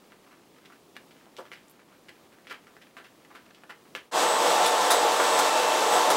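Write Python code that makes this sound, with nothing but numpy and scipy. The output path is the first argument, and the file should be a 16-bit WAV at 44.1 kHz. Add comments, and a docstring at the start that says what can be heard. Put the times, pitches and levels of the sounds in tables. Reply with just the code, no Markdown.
"""Heels, then a vacuum cleaner

High heels shuffle, scuff and knock on a carpeted floor in a quiet living room: short grainy bursts ring
filters. Tiny bright ticks and rustling cloth come from noise. Then the scene changes to a canister vacuum
cleaner at full speed: filtered noise is the air roaring in hose and room, sine waves are the shaft tone, its
overtones and the thin fan-blade whistle. Now and then the metal wand clinks. One small camera microphone hears
it all."""
import sys
import numpy as np
from scipy import signal
from scipy.fft import rfft, irfft, next_fast_len
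from scipy.io import wavfile
from scipy.ndimage import uniform_filter1d

SR = 44100
rng = np.random.default_rng(int(sys.argv[2]) if len(sys.argv) > 2 else 0)


def store_wav(level_fs):
    """Save 16-bit WAV to argv[1]."""
    pcm = np.round(np.clip(np.atleast_2d(level_fs), -1, 1) * 32767)
    wavfile.write(sys.argv[1], SR, pcm.T.astype(np.int16))


def level_to_linear(level):
    """Convert decibel levels to linear amplitude factors, elementwise."""
    exponent = np.asarray(level, float) / 20
    return 10 ** exponent


N = 271656
T = np.arange(N) / SR  # time of each sample, s

# noise colour of the quiet room: (frequency [Hz], relative level per Hz [dB])
ROOM_TONE_COLOUR = [(15, -42), (25, -14), (49, -19), (180, -1), (326, 1.5), (624, -5), (1230, -9.5),
                    (1520, -17.5), (3080, -17), (11900, -24.5), (14800, -27), (16000, -20.5)]
# cloth rustle as the skirt swings: (time [s], level [dB])
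RUSTLE_LEVEL = [(0, -67), (.75, -65), (1.0, -96), (1.11, -65), (1.57, -65), (2.53, -70), (2.92, -66.5),
                (3.58, -66.5), (4.05, -75)]
# tiny bright ticks, perhaps jewellery: (time [s], level [dB], ring [Hz])
BRIGHT_TICKS = [(1.682, -59, 8000), (1.697, -55, 12000), (1.712, -57, 12500)]
# heels touching the floor: (time [s], level [dB], ring [Hz], scuff length [s], tick against scuff [dB])
HEEL_STEPS = [(0.121, -52, 1370, 0.0064, 5), (.265, -56, 1310, 0.0093, -7), (0.311, -58, 1280, 0.03, -3),
              (.651, -53.5, 1880, 0.014, -2), (0.701, -50.5, 1000, .004, 0), (0.722, -55.5, 1580, 0.015, 3),
              (0.953, -57, 2000, .012, -10), (.966, -38, 1820, 0.0033, 1), (1.111, -57, 2200, 0.0075, -10),
              (1.266, -58, 800, 0.0088, 3), (1.367, -51.5, 3140, 0.029, 9), (1.384, -43, 564, 0.016, -8),
              (1.453, -53, 1500, 0.012, -2), (1.517, -45.5, 1870, 0.03, 8.5),
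              (1.794, -55.5, 1300, 0.0071, 3), (1.917, -63.5, 1190, 0.036, -10),
              (2.085, -47, 1980, 0.012, -4), (2.321, -59, 1310, 0.017, -5), (2.386, -57, 1500, 0.0043, 10),
              (2.47, -48.5, 1820, 0.018, 6), (2.499, -44, 1900, 0.011, 0), (2.508, -38.5, 1450, 0.016, -6),
              (2.542, -51.5, 1670, 0.014, -4), (2.67, -54.5, 1560, 0.014, 4),
              (2.767, -47.5, 1500, 0.0033, 6), (2.815, -51.5, 1940, 0.01, -3), (2.869, -59, 1800, .012, 3),
              (2.968, -45.5, 1480, 0.021, 2), (3.041, -51.5, 1790, 0.018, -9),
              (3.249, -52.5, 2000, .004, 6), (3.303, -54, 1020, 0.018, -8), (3.35, -46, 1480, 0.015, -10),
              (3.51, -58, 1780, 0.0047, 8), (3.547, -54.5, 2700, 0.0093, 4), (3.636, -48.5, 1260, .006, 3),
              (3.695, -42.5, 1420, 0.017, -6), (3.854, -60, 1200, 0.011, 4),
              (3.951, -35.5, 1840, 0.019, 8.5)]
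# wand clinks: (time [s], level [dB], rattle length [s], ring against rattle [dB], thump against rattle [dB])
WAND_CLINKS = [(4.66, -29, 0.01, 0, -12), (4.905, -24, 0.027, -5, 2), (5.2, -38, 0.026, -20, 15),
               (5.389, -26.5, 0.018, -21, 4.5), (5.92, -35.5, 0.055, -21, 6.5), (6.103, -25, 0.015, -23, 2)]
# ringing modes of the metal tube: (frequency [Hz], relative level [dB], time to fall by 60 dB [s])
WAND_MODES = [(3800, 5, 0.0064), (7060, -6, .04), (9660, 1, 0.031), (12760, -28, 0.044),
              (14834, -19, 0.027)]
# noise colour of the air roar: (frequency [Hz], relative level per Hz [dB])
ROAR_COLOUR = [(60, -77), (150, -68), (220, -26.5), (300, -13.5), (480, -12.5), (700, -2), (900, -1),
               (1150, -4.5), (1670, -19.5), (4000, -23), (6000, -80)]
# air resonances of hose and room: (frequency [Hz], nominal width [Hz], level before the roar gain [dB])
HOSE_RESONANCES = [(185.6, 17.3, -30), (259.3, 19.6, -27.5), (296, 29, -22), (332.6, 14.7, -20.5),
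                   (374.4, 36, -19), (427.2, 16.7, -18), (471.6, 31.5, -9), (495.2, 18.6, -12),
                   (562.3, 31, -12), (623, 23, -9.5), (729, 35, -10), (830.5, 27, -11), (1010.6, 27, -12),
                   (1100, 21, -15), (1167, 77, -12.5), (1324, 60, -13.5)]
# noise colour of the air hiss: (frequency [Hz], relative level per Hz [dB])
HISS_COLOUR = [(880, -30), (1500, 2.5), (2500, -3.5), (3450, 0.5), (4200, -4), (7700, -5.5), (7930, -9.5),
               (8330, -7), (8580, -9.5), (15600, -22)]
# overtones of the shaft tone: (multiple of the shaft frequency [-], level against the shaft tone [dB])
SHAFT_OVERTONES = [(2, -14.5), (3, -16), (5, -27)]
# fan-blade whistle: (time [s], level [dB])
WHISTLE_LEVEL = [(4.12, -43), (4.36, -37.5), (4.65, -40.5), (4.85, -44), (4.95, -38), (5.03, -40),
                 (5.08, -63), (5.13, -46), (5.38, -36), (5.5, -47), (5.86, -46), (5.94, -37), (6.07, -54),
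                 (6.16, -43)]

TONE_DB, TONE_SWELL_DB = -57.5, 0.5
RUSTLE_HZ, RUSTLE_WIDTH_HZ = 1500, 2400
CRACKLE_PER_S, CRACKLE_DB = 130, 0  # dB: level of the snaps before filtering
TICK_S, TICK_WIDTH_HZ = 0.005, 2300
CRISP_DB, THUD_DB = -14, -7.5  # hard tip and boards, against the ring
KNOCK_HZ = 930  # a clink also thumps the hose
LOW_CUT_HZ = 160  # the knocks carry little deep bass
ROOM_T60_S, ROOM_DB, ROOM_DULL_HZ = 0.19, -8.5, 3930
ON_S = 4.112  # the scene changes to the vacuum
HUSH_S, RISE_S = 0.056, 0.047  # the quiet room fades out as the scene changes; the vacuum fades in
SURGE_DB = 0.8  # slow wavering shared by roar and hiss
ROAR_DB, HISS_DB = -23.5, -29  # gains; that of the hiss holds at ON_S
HISS_EASES_DB_PER_S = 0.17
# the rotor slows a little as suction loads it
SHAFT_HZ, SAG_HZ, SAG_AT_S, SAG_S = 893.1, 4.3, 4.75, 0.3
SHAFT_DB, SHAFT_WAVER_DB, WHISTLE_WAVER_DB = -30.5, 1, 2.2
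BLADES = 9
TOP_HZ = 15780


def level(x, db):
    """Scale to an rms level."""
    return x * level_to_linear(db) / np.sqrt(np.mean(x ** 2))


def unit(x, length_s):
    """Scale a short sound so that its energy equals that of an rms of 1 over its length."""
    return x / np.sqrt(np.sum(x ** 2) / (length_s * SR))


def curve(table):
    """Join the points of a (time, value) table into a value for every sample."""
    s, value = np.transpose(table)
    return np.interp(T, s, value)


def coloured(points):
    """Noise of rms 1, its spectrum shaped by (frequency, dB) points."""
    hz, db = np.transpose(points)
    size = next_fast_len(N)
    f = np.maximum(np.fft.rfftfreq(size, 1 / SR), 1)
    gain = level_to_linear(np.interp(np.log(f), np.log(hz), db))
    noise = irfft(rfft(rng.standard_normal(size)) * gain, size)
    return level(noise[:N], 0)


def ring(x, hz, width_hz):
    """One resonance, gain 1 at the centre."""
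    return signal.lfilter(*signal.iirpeak(hz, hz / width_hz, SR), x)


def walk(rate):
    """Random wavering: rate new levels per second, smoothed twice; spread near 1."""
    k = int(SR / rate)
    held = np.repeat(rng.standard_normal(N // k + 1), k)
    return 1.3 * uniform_filter1d(uniform_filter1d(held, k), k)[:N]


def add(track, s, sound):
    """Mix a sound in at time s."""
    i = int(s * SR)
    track[i:i + len(sound)] += sound[:N - i]


def burst(length_s, tick_db, grain_db):
    """A tick, and a grainy rub that swells for a moment and dies away."""
    t = T[:SR // 4]
    grit, roughness = rng.standard_normal((2, len(t)))
    grain = level_to_linear(grain_db * uniform_filter1d(roughness, size=66) * np.sqrt(66))
    rub = grit * grain * (1 - np.exp(-t / 0.003)) * np.exp(-t / length_s)
    push = np.exp(-t / 0.0001)
    tick = 2.2 * push + 0.8 * grit * np.exp(-t / 0.001)
    return rub + level_to_linear(tick_db) * tick


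def room_tone():
    """Steady room tone and microphone hiss: coloured noise that wavers slightly."""
    waver_db = TONE_SWELL_DB * walk(3.89) + 0.5 * walk(8.6)
    return level_to_linear(TONE_DB + waver_db) * coloured(ROOM_TONE_COLOUR)


def rustle():
    """Skirt and carpet rub and crackle: smooth noise plus snapping fibres through a broad resonance."""
    chance, strength = rng.random((2, N))
    # sparse fibres snapping, a few much louder than the rest
    snaps = (chance < CRACKLE_PER_S / SR) * level_to_linear(-2.3 * np.log(strength + 1e-9))
    fading = signal.lfilter([1], [1, -np.exp(-1 / (0.0023 * SR))], snaps)
    crackle = fading * rng.standard_normal(N)
    cloth = level(rng.standard_normal(N), 0) + level(crackle, CRACKLE_DB)
    cloth = ring(ring(cloth, RUSTLE_HZ, RUSTLE_WIDTH_HZ), RUSTLE_HZ, RUSTLE_WIDTH_HZ)
    return level_to_linear(curve(RUSTLE_LEVEL) + 2.4 * walk(23.3)) * level(cloth, 0)


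def quiet_room():
    """Room tone and rustling, faded out just before the scene changes to the vacuum."""
    hush = np.clip((ON_S - T) / HUSH_S, 0, 1) ** 0.5
    return (room_tone() + rustle()) * hush


def ticks():
    """Something small and hard ticks a few times: short bursts through one high resonance."""
    out = np.zeros(N)
    for s, db, hz in BRIGHT_TICKS:
        tick = ring(burst(TICK_S, tick_db=8, grain_db=8), hz, TICK_WIDTH_HZ)
        add(out, s, level_to_linear(db) * unit(tick, TICK_S))
    return out


def heels():
    """Each contact rings sole and floor around one broad pitch; a hard tip adds treble, the boards a low thud."""
    out = np.zeros(N)
    for s, db, hz, length_s, tick_db in HEEL_STEPS:
        contact = burst(length_s, tick_db, grain_db=3.6)
        body = ring(ring(contact, hz, 2.34 * hz), hz, 0.86 * hz)
        crisp = ring(contact, 4900, 9000)
        thud = ring(ring(contact, 580, 1040), 570, 1300)
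        # low-ringing, heavy contacts drive the boards most
        thud_gain = level_to_linear(THUD_DB) * (1000 / hz) ** 0.5
        step = unit(body, length_s)
        step = step + level_to_linear(CRISP_DB) * unit(crisp, length_s)
        step = step + thud_gain * unit(thud, length_s)
        add(out, s, level_to_linear(db) * step)
    return out


def wand():
    """The metal tube rattles in its joint: a bright rub that rings the tube's modes and thumps the hose."""
    out = np.zeros(N)
    for s, db, length_s, ring_db, knock_db in WAND_CLINKS:
        blow = burst(length_s, tick_db=3, grain_db=2)
        rattle = ring(ring(blow, 3500, 9400), 4100, 12500)
        modes = 0
        for hz, mode_db, t60 in WAND_MODES:
            width_hz = np.log(1000) / np.pi / t60  # a narrower resonance rings longer
            modes = modes + level(ring(rattle, hz, width_hz), mode_db)
        knock = ring(ring(blow, KNOCK_HZ, 1200), KNOCK_HZ, 1500)
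        clink = unit(rattle, length_s)
        clink = clink + level_to_linear(ring_db) * unit(modes, length_s)
        clink = clink + level_to_linear(knock_db) * unit(knock, length_s)
        add(out, s, level_to_linear(db) * clink)
    return out


def room(x):
    """A small furnished room adds a short tail of fading noise, duller than the direct sound."""
    t = T[:SR // 2]
    build_up = 1 - np.exp(-t / 0.001)
    tail = rng.standard_normal(len(t)) * np.exp(-np.log(1000) * t / ROOM_T60_S) * build_up
    tail = signal.lfilter(*signal.butter(1, ROOM_DULL_HZ, fs=SR), tail)
    tail = tail / np.sqrt(np.sum(tail ** 2))
    return x + level_to_linear(ROOM_DB) * signal.fftconvolve(x, tail)[:N]


def air_roar(surge_db):
    """Turbulent air is broad noise; the air in hose and room rings at many pitches."""
    air = rng.standard_normal(N)
    hose = 0
    for hz, width_hz, db in HOSE_RESONANCES:
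        # applied twice, so the valleys between resonances stay dark
        width_hz = 0.98 * width_hz
        hose = hose + level(ring(ring(air, hz, width_hz), hz, width_hz), db)
    gain = level_to_linear(ROAR_DB + surge_db + 0.43 * walk(35))
    return gain * (level_to_linear(-3.5) * coloured(ROAR_COLOUR) + hose)


def air_hiss(surge_db):
    """Rushing air hisses as coloured noise that slowly eases; the nozzle throat lifts one band."""
    throat = ring(ring(rng.standard_normal(N), 3900, 900), 3870, 900)
    gain_db = HISS_DB - HISS_EASES_DB_PER_S * (T - ON_S) + 0.51 * surge_db + 0.96 * walk(25)
    return level_to_linear(gain_db) * (coloured(HISS_COLOUR) + level(throat, -17.5))


def rotor():
    """The rotor's unbalance makes a tone with overtones; nine fan blades whistle at nine times its pitch."""
    shaft_hz = SHAFT_HZ - SAG_HZ / (1 + np.exp((SAG_AT_S - T) / SAG_S))
    turn = 2 * np.pi * np.cumsum(shaft_hz + 0.35 * walk(20)) / SR  # angle, with a slight pitch waver
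    tones = np.sin(turn)
    for k, db in SHAFT_OVERTONES:
        tones = tones + level_to_linear(db + 1.9 * walk(5.6)) * np.sin(k * turn)
    shaft = level_to_linear(SHAFT_DB + SHAFT_WAVER_DB * walk(12)) * tones
    whistle = level_to_linear(curve(WHISTLE_LEVEL) + WHISTLE_WAVER_DB * walk(15)) * np.sin(BLADES * turn)
    return np.sqrt(2) * (shaft + whistle)  # a sine of peak sqrt(2) has rms 1


def vacuum():
    """Air roar, hiss and rotor tones fade in quickly together; roar and hiss share one surge."""
    surge_db = SURGE_DB * walk(14)
    rise = np.clip((T - ON_S) / RISE_S, 0, 1)
    return rise * (air_roar(surge_db) + air_hiss(surge_db) + rotor())


def scene():
    """Everything reaches one microphone, copied to both channels."""
    knocks = ticks() + heels() + wand()
    knocks = signal.lfilter(*signal.butter(2, LOW_CUT_HZ, "high", fs=SR), knocks)
    mono = quiet_room() + room(knocks) + vacuum()
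    return np.array([mono, mono])


def band_limit(x):
    """A steep low-pass at the top of the band."""
    return signal.sosfilt(signal.butter(12, 16920, fs=SR, output="sos"), x)


def record(dry):
    """The camera cuts the top treble sharply with a steep low-pass filter."""
    steep = signal.ellip(12, 0.2, 80, TOP_HZ, fs=SR, output="sos")
    mix = signal.sosfilt(steep, dry)
    return band_limit(mix)


dry = scene()
out = record(dry)
store_wav(out)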